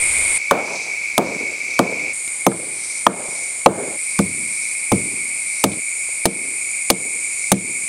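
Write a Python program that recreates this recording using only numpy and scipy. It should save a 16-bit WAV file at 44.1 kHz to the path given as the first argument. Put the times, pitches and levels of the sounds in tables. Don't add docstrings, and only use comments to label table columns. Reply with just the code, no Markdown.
import sys
import numpy as np
from scipy import signal
from scipy.fft import rfft, irfft, next_fast_len
from scipy.io import wavfile
from scipy.ndimage import map_coordinates

SR = 44100
rng = np.random.default_rng(int(sys.argv[2]) if len(sys.argv) > 2 else 0)


def transcribe(signal):
    frames = np.atleast_2d(signal).T
    limited = np.clip(frames, -1, 1)
    pcm = np.round(limited * 32767).astype(np.int16)
    wavfile.write(sys.argv[1], SR, pcm)


N = 347508


def amp(db):
    return 10 ** (np.asarray(db) / 20)


def unit(x):
    return x / np.sqrt(np.mean(x ** 2) + 1e-20)


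def along(points, hz):
    f, value = np.transpose(points)
    return np.interp(np.log(hz + 1e-3), np.log(f), value)


def noise(spectrum, size, scale=1):
    m = next_fast_len(size)
    hz = np.fft.rfftfreq(m, 1 / SR)
    gain = amp(along(spectrum, hz / scale))
    white = rng.standard_normal(m)
    return unit(irfft(rfft(white) * gain, m)[:size])


def wobble(rate, size):
    knots = rng.standard_normal(int(size * rate / SR) + 4)
    return map_coordinates(knots, [np.arange(size) * rate / SR])


def add(track, s, sound):
    part = track[max(round(s * SR), 0):][:len(sound)]
    part += sound[:len(part)]


def stay(s, size):
    leave = min([row[0] for row in PLACES if row[0] > s] + [N / SR + 1])
    return np.clip(.5 + (leave - s - np.arange(size) / SR) / 0.0047, 0, 1)


# f/drone pitch, relative spectral density level/dB
DRONE_BAND = [(.7, -70), (.86, -23), (.92, -14.5), (.965, 0.5), (1.015, 2), (1.06, -6), (1.1, -6),
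              (1.17, -20), (1.25, -30.5), (1.5, -56)]


def drone(size, pitch_hz, evenness, pulsing):
    choir = signal.hilbert(noise(DRONE_BAND, next_fast_len(size), pitch_hz))[:size]
    even = unit(choir.real / (np.abs(choir) + 0.5) ** evenness)
    pulse_hz = 112 + 7 * wobble(25.3, size)
    tymbal = np.sin(2 * np.pi * np.cumsum(pulse_hz) / SR)
    return even * (1 + pulsing * tymbal) * amp(0.47 * wobble(8.46, size))


# f/Hz, relative spectral density level/dB
HIGH_BAND = [(5500, -68), (7000, -16), (8000, -5), (8550, -1.5), (8850, 1), (9150, -0.5), (9600, -2),
             (10500, -16.5), (12000, -30), (14500, -41.5), (16000, -63)]


def high_cicadas(size):
    flutter_db = 0.31 * wobble(6.05, size) + 0.41 * wobble(700, size)
    return noise(HIGH_BAND, size) * amp(flutter_db)


# f/Hz, relative spectral density level/dB
FAR_BAND = [(2500, -14.5), (3500, -16), (4250, -6.5), (4500, -2.5), (5000, -5), (6300, -5), (7700, 1.5),
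            (9500, -1.5), (11000, -15.5), (14000, -34), (16000, -47)]


def far_cicadas(size):
    return noise(FAR_BAND, size)


# f/Hz, relative spectral density level/dB
LOW_BAND = [(5800, -57), (6600, -5.5), (6950, 6), (7300, 3.5), (7900, -21), (9000, -65)]
# start t/s, length/s
PAUSES = [(2.472, .27), (6.21, .14)]
STOP_S, RESUME_S = 0.063, 0.31


def low_cicada(s, size):
    t = s + np.arange(size) / SR
    gate = np.ones(size)
    for stop, length in PAUSES:
        fall = (stop - t) / STOP_S
        rise = (t - stop - length) / RESUME_S
        gate *= np.clip(np.maximum(fall, rise), 0, 1)
    return noise(LOW_BAND, size) * gate


# f/Hz, relative spectral density level/dB
AIR_BAND = [(20, -30), (70, 0.5), (200, 0), (500, 3.5), (1000, 1), (2000, 1), (4000, -0.5), (8000, -55),
            (15000, -36)]


def forest_air(size):
    return noise(AIR_BAND, size)


# start t/s, drone level/dB, drone pitch f/Hz, high cicadas level/dB,
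# far cicadas level/dB, low cicada level/dB, air level/dB
PLACES = [ (0, -21, 2230, -19.5, -30.5, -37, -34), (.38, -24.5, 2274, -60, -34, -60, -45.5),
          (2.13, -32, 2224, -27, -37.5, -37, -45.5), (3.97, -28.2, 2250, -25.5, -35.5, -42, -47),
          (5.8, -28, 2256, -25.5, -36, -34.5, -47.5)]


def insects():
    out = np.zeros(N)
    ends = [row[0] for row in PLACES[1:]] + [N / SR]
    for (s, drone_db, drone_hz, high_db, far_db, low_db, air_db), end in zip(PLACES, ends):
        size = int((end - s) * SR) + SR // 50
        mix = amp(drone_db) * drone(size, drone_hz, evenness=0.15, pulsing=0.24)
        mix += amp(high_db) * high_cicadas(size)
        mix += amp(far_db) * far_cicadas(size)
        mix += amp(low_db) * low_cicada(s, size)
        mix += amp(air_db) * forest_air(size)
        arrive = np.minimum(np.arange(size) / SR / 0.001, 1)
        add(out, s, mix * arrive * stay(s, size))
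    return out


# f/Hz, relative spectral density level/dB
BUFFET_BAND = [(15, -1), (40, -4), (85, 2), (130, -39), (300, -59), (1000, -80)]
BREEZE_DB, GUST_DB, GUST_RATE = -45, 4, 10


def breeze():
    gusts = amp(BREEZE_DB + GUST_DB * wobble(GUST_RATE, N))
    return noise(BUFFET_BAND, N) * gusts * stay(0, N)


# t/s, level/dB, f/Hz, t60/s
TICKS = [(0.184, -24, 10000, .03), (2.278, -22, 9600, .016), (2.518, -19.5, 1300, .04),
         (3.283, -30, 454, .05), (5.718, -31, 5000, 0.12), (6.090, -37.5, 590, 0.042)]


def ticks():
    out, t = np.zeros(N), np.arange(SR // 10) / SR
    tick_band = [(.2, -1), (1, 9), (3, -45), (12, -49)]
    for s, db, hz, t60 in TICKS:
        add(out, s, amp(db - 60 * t / t60) * noise(tick_band, len(t), hz))
    return out


# f/knock pitch, level/dB, t60/s
NOTCH_MODES = [(.3, -14.5, 0.029), (0.66, -11.5, 0.054), (0.999, 7.5, 0.011), (1.299, -5.5, 0.029),
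               (1.649, -10, 0.016), (3.1, -8.5, 0.0091)]


def knock(t, pitch_hz):
    ring = np.zeros(len(t))
    for multiple, db, t60 in NOTCH_MODES:
        hz = pitch_hz * multiple * (1 + 0.032 * rng.standard_normal())
        ring += amp(db - 60 * t / t60) * np.sin(2 * np.pi * hz * t)
    return ring * (1 - np.exp(-(t / 0.0012) ** 2))


# f/Hz, mean level/dB before weighting round the thud's centre, t60/s
TRUNK_MODES = [(101.4, -17.5, 0.37), (133.7, -7, 0.12), (175.3, -7.5, 0.21), (197.6, -0.5, 0.15),
               (265.5, -2, 0.092), (340.4, -3, 0.13), (461.3, -3, 0.13), (557, -0.5, 0.066),
               (636, -0.5, 0.055), (718, -2, 0.087), (872, -1, 0.042), (1230, 5.5, 0.026)]


def thud(t, centre_hz, rise, octaves):
    hz, db, t60 = np.transpose(TRUNK_MODES)[:, :, None]
    distance = np.abs(np.log2(hz / centre_hz) / octaves)
    size = amp(db + rng.standard_normal(hz.shape)) / (1 + distance ** 1.98)
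    build = rise * (220 / hz) ** 0.355
    late = t - build
    decay = amp(-60 * np.maximum(late, 0) / t60)
    envelope = np.where(late < 0, (t / build) ** 1.68, decay)
    phase = rng.uniform(-np.pi, np.pi, hz.shape) * 0.87
    modes = size * envelope * np.sin(2 * np.pi * hz * late + phase)
    return np.sum(modes, axis=0) * .72 / np.linalg.norm(size)


# f/Hz, relative spectral density level/dB
CRUNCH_BAND = [(300, 6.5), (1000, -2), (2400, 2), (3300, 1.5), (5000, 0.5), (7000, 1), (9500, 4),
               (12000, -5), (16000, -15)]
# f/Hz, relative spectral density level/dB
SPRAY_BAND = [(800, -2), (3500, 0), (6500, 0), (10000, -8), (16000, -38)]


def crunch(t, t60, spray_db, spray_t60):
    grit = unit(noise(CRUNCH_BAND, len(t)) * amp(5.9 * wobble(906, len(t))))
    crumbs = unit(noise(SPRAY_BAND, len(t)) * amp(3.7 * wobble(300, len(t))))
    spray = crumbs * t60 / spray_t60 * amp(spray_db - 60 * t / spray_t60)
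    return (grit * amp(-60 * t / t60) + spray) * (1 - np.exp(-(t / 0.0009) ** 2))


# f/Hz, mean level/dB, t60/s
STONE_MODES = [(2323, -0.5, 0.021), (3564, -4, 0.023), (6310, 0.5, 0.044), (9230, 6, .03),
               (12300, -5, 0.04)]


def clink(t):
    hz, db, t60 = np.transpose(STONE_MODES)[:, :, None]
    level_db = db + 2 * rng.standard_normal(hz.shape)
    ring = amp(level_db - 60 * t / t60) * np.sin(2 * np.pi * hz * t)
    return ring.sum(axis=0) * (1 - np.exp(-t / 0.00038))


# f/upper edge, relative spectral density level/dB
NEAR_BAND = [(.04, -24), (.13, -17), (.25, 2), (.7, 1), (1, -2), (1.5, -6), (2.5, -20), (6, -32.5),
             (25, -42)]


def near_scatter(t, edge_hz, db, t60):
    onset = 1 - np.exp(-(t / 0.0068) ** 2)
    return noise(NEAR_BAND, len(t), edge_hz) * amp(db - 60 * t / t60) * onset


# f/upper edge, relative spectral density level/dB
DEEP_BAND = [(.04, -50), (.17, -10), (.35, -3.5), (.6, 1.5), (.9, -2), (1.2, -8.5), (1.7, -16.5), (3, -23),
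             (8, -58), (25, -55)]


def deep_echo(t, edge_hz, t60):
    slaps = unit(amp(2.66 * wobble(90.0, len(t)) + 1.35 * wobble(15.1, len(t))))
    onset = 1 - np.exp(-t / 0.031)
    return noise(DEEP_BAND, len(t), edge_hz) * slaps * amp(-60 * t / t60) * onset


# t/s, knock level/dB, knock pitch f/Hz, thud level/dB, thud centre f/Hz, crunch level/dB
BLOWS = [ (0.5100, 5, 1095, 1.5, 570, -5.5), (1.1790, 4.5, 736, 4, 507, -4),
         (1.7904, -1, 1108, 2.5, 406, -4), (2.4658, 7.5, 768, 4, 308, 3),
         (3.0663, 15, 1024, 0.5, 296, -0.5), (3.6605, 19, 792, 11.5, 415, 2),
         (4.1893, -8, 1156, -0.5, 181, -11.5), (4.9171, -2.5, 790, -0.5, 180, -14.5),
         (5.6390, 0.5, 958, 2, 205, -4), (6.2550, 3.5, 634, -0.5, 312, -1), (6.901, 0.5, 812, -0.5, 324, 1),
         (7.5172, 2.5, 830, 5.5, 221.2, 3)]
# start t/s, echo gain re blow level/dB, crunch t60/s,
# clink gain re crunch level/dB
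RANGES = [(.38, -22, .021, -22), (2.13, -33, 0.0099, -17.5), (3.97, -25, 0.034, -14),
          (5.8, -32.5, 0.036, -10.5)]
ECHO_EDGE = 1.087


def chopping():
    out, t, long_t = np.zeros(N), np.arange(SR // 7) / SR, np.arange(SR) / SR
    for s, knock_db, knock_hz, thud_db, thud_hz, crunch_db in BLOWS:
        _, echo_db, crunch_t60, clink_db = [row for row in RANGES if row[0] <= s][-1]
        add(out, s, amp(knock_db) * knock(t, knock_hz))
        add(out, s, amp(thud_db) * thud(t, thud_hz, rise=.0115, octaves=1.11))
        add(out, s, amp(crunch_db) * crunch(t, crunch_t60, spray_db=-10.5, spray_t60=0.27))
        add(out, s, amp(crunch_db + clink_db) * clink(t))
        strength = amp(knock_db) + amp(thud_db)
        mean_hz = thud_hz * (knock_hz / thud_hz) ** (amp(knock_db) / strength)
        edge_hz = ECHO_EDGE * mean_hz
        near = near_scatter(long_t, edge_hz, db=10.0, t60=0.28)
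        echo = (near + deep_echo(long_t, edge_hz, t60=1.0)) / 2
        add(out, s, strength * amp(echo_db) * echo * stay(s, SR))
    return out


# f/Hz, relative spectral density level/dB
HISS_BAND = [(2800, -36), (3900, -4.5), (4600, -3), (6100, 1.5), (7000, -8), (9000, -55)]
# centre t/s, peak level/dB
SWELLS = [(.77, -34.5), (1.31, -39.5), (1.75, -39.5), (2.893, -35.5), (3.385, -39.5), (4.144, -42),
          (4.627, -38), (5.58, -41), (7.44, -41)]
SWELL_HALF_S = 0.097


def rasper():
    t = np.arange(N) / SR
    swell = sum(amp(db) * np.exp(-((t - s) / SWELL_HALF_S) ** 2 / 2) for s, db in SWELLS)
    return swell * unit(noise(HISS_BAND, N) * amp(1.9 * wobble(70, N)))


def scene():
    return (insects() + breeze() + ticks() + chopping() + rasper())[None]


def ducking(excess_db, attack, release):
    relax = np.arange(N) / SR / release
    log_excess = np.log(np.maximum(excess_db, 1e-6))
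    held = np.exp(np.maximum.accumulate(log_excess + relax) - relax)
    step = 1 / (attack * SR)
    return signal.lfilter([step], [1, step - 1], held)


def record(dry):
    threshold_db, slope = -4.0, 0.81
    level_db = 20 * np.log10(np.abs(dry[0]) + 1e-9)
    reduction_db = ducking(slope * (level_db - threshold_db), attack=0.006, release=0.086)
    clipped = np.clip(dry * amp(-reduction_db), -1, 1)
    band_limit = signal.firwin(129, 15900, fs=SR)
    return signal.fftconvolve(clipped, band_limit[None], mode="same")


dry = scene()
out = record(dry)
transcribe(out)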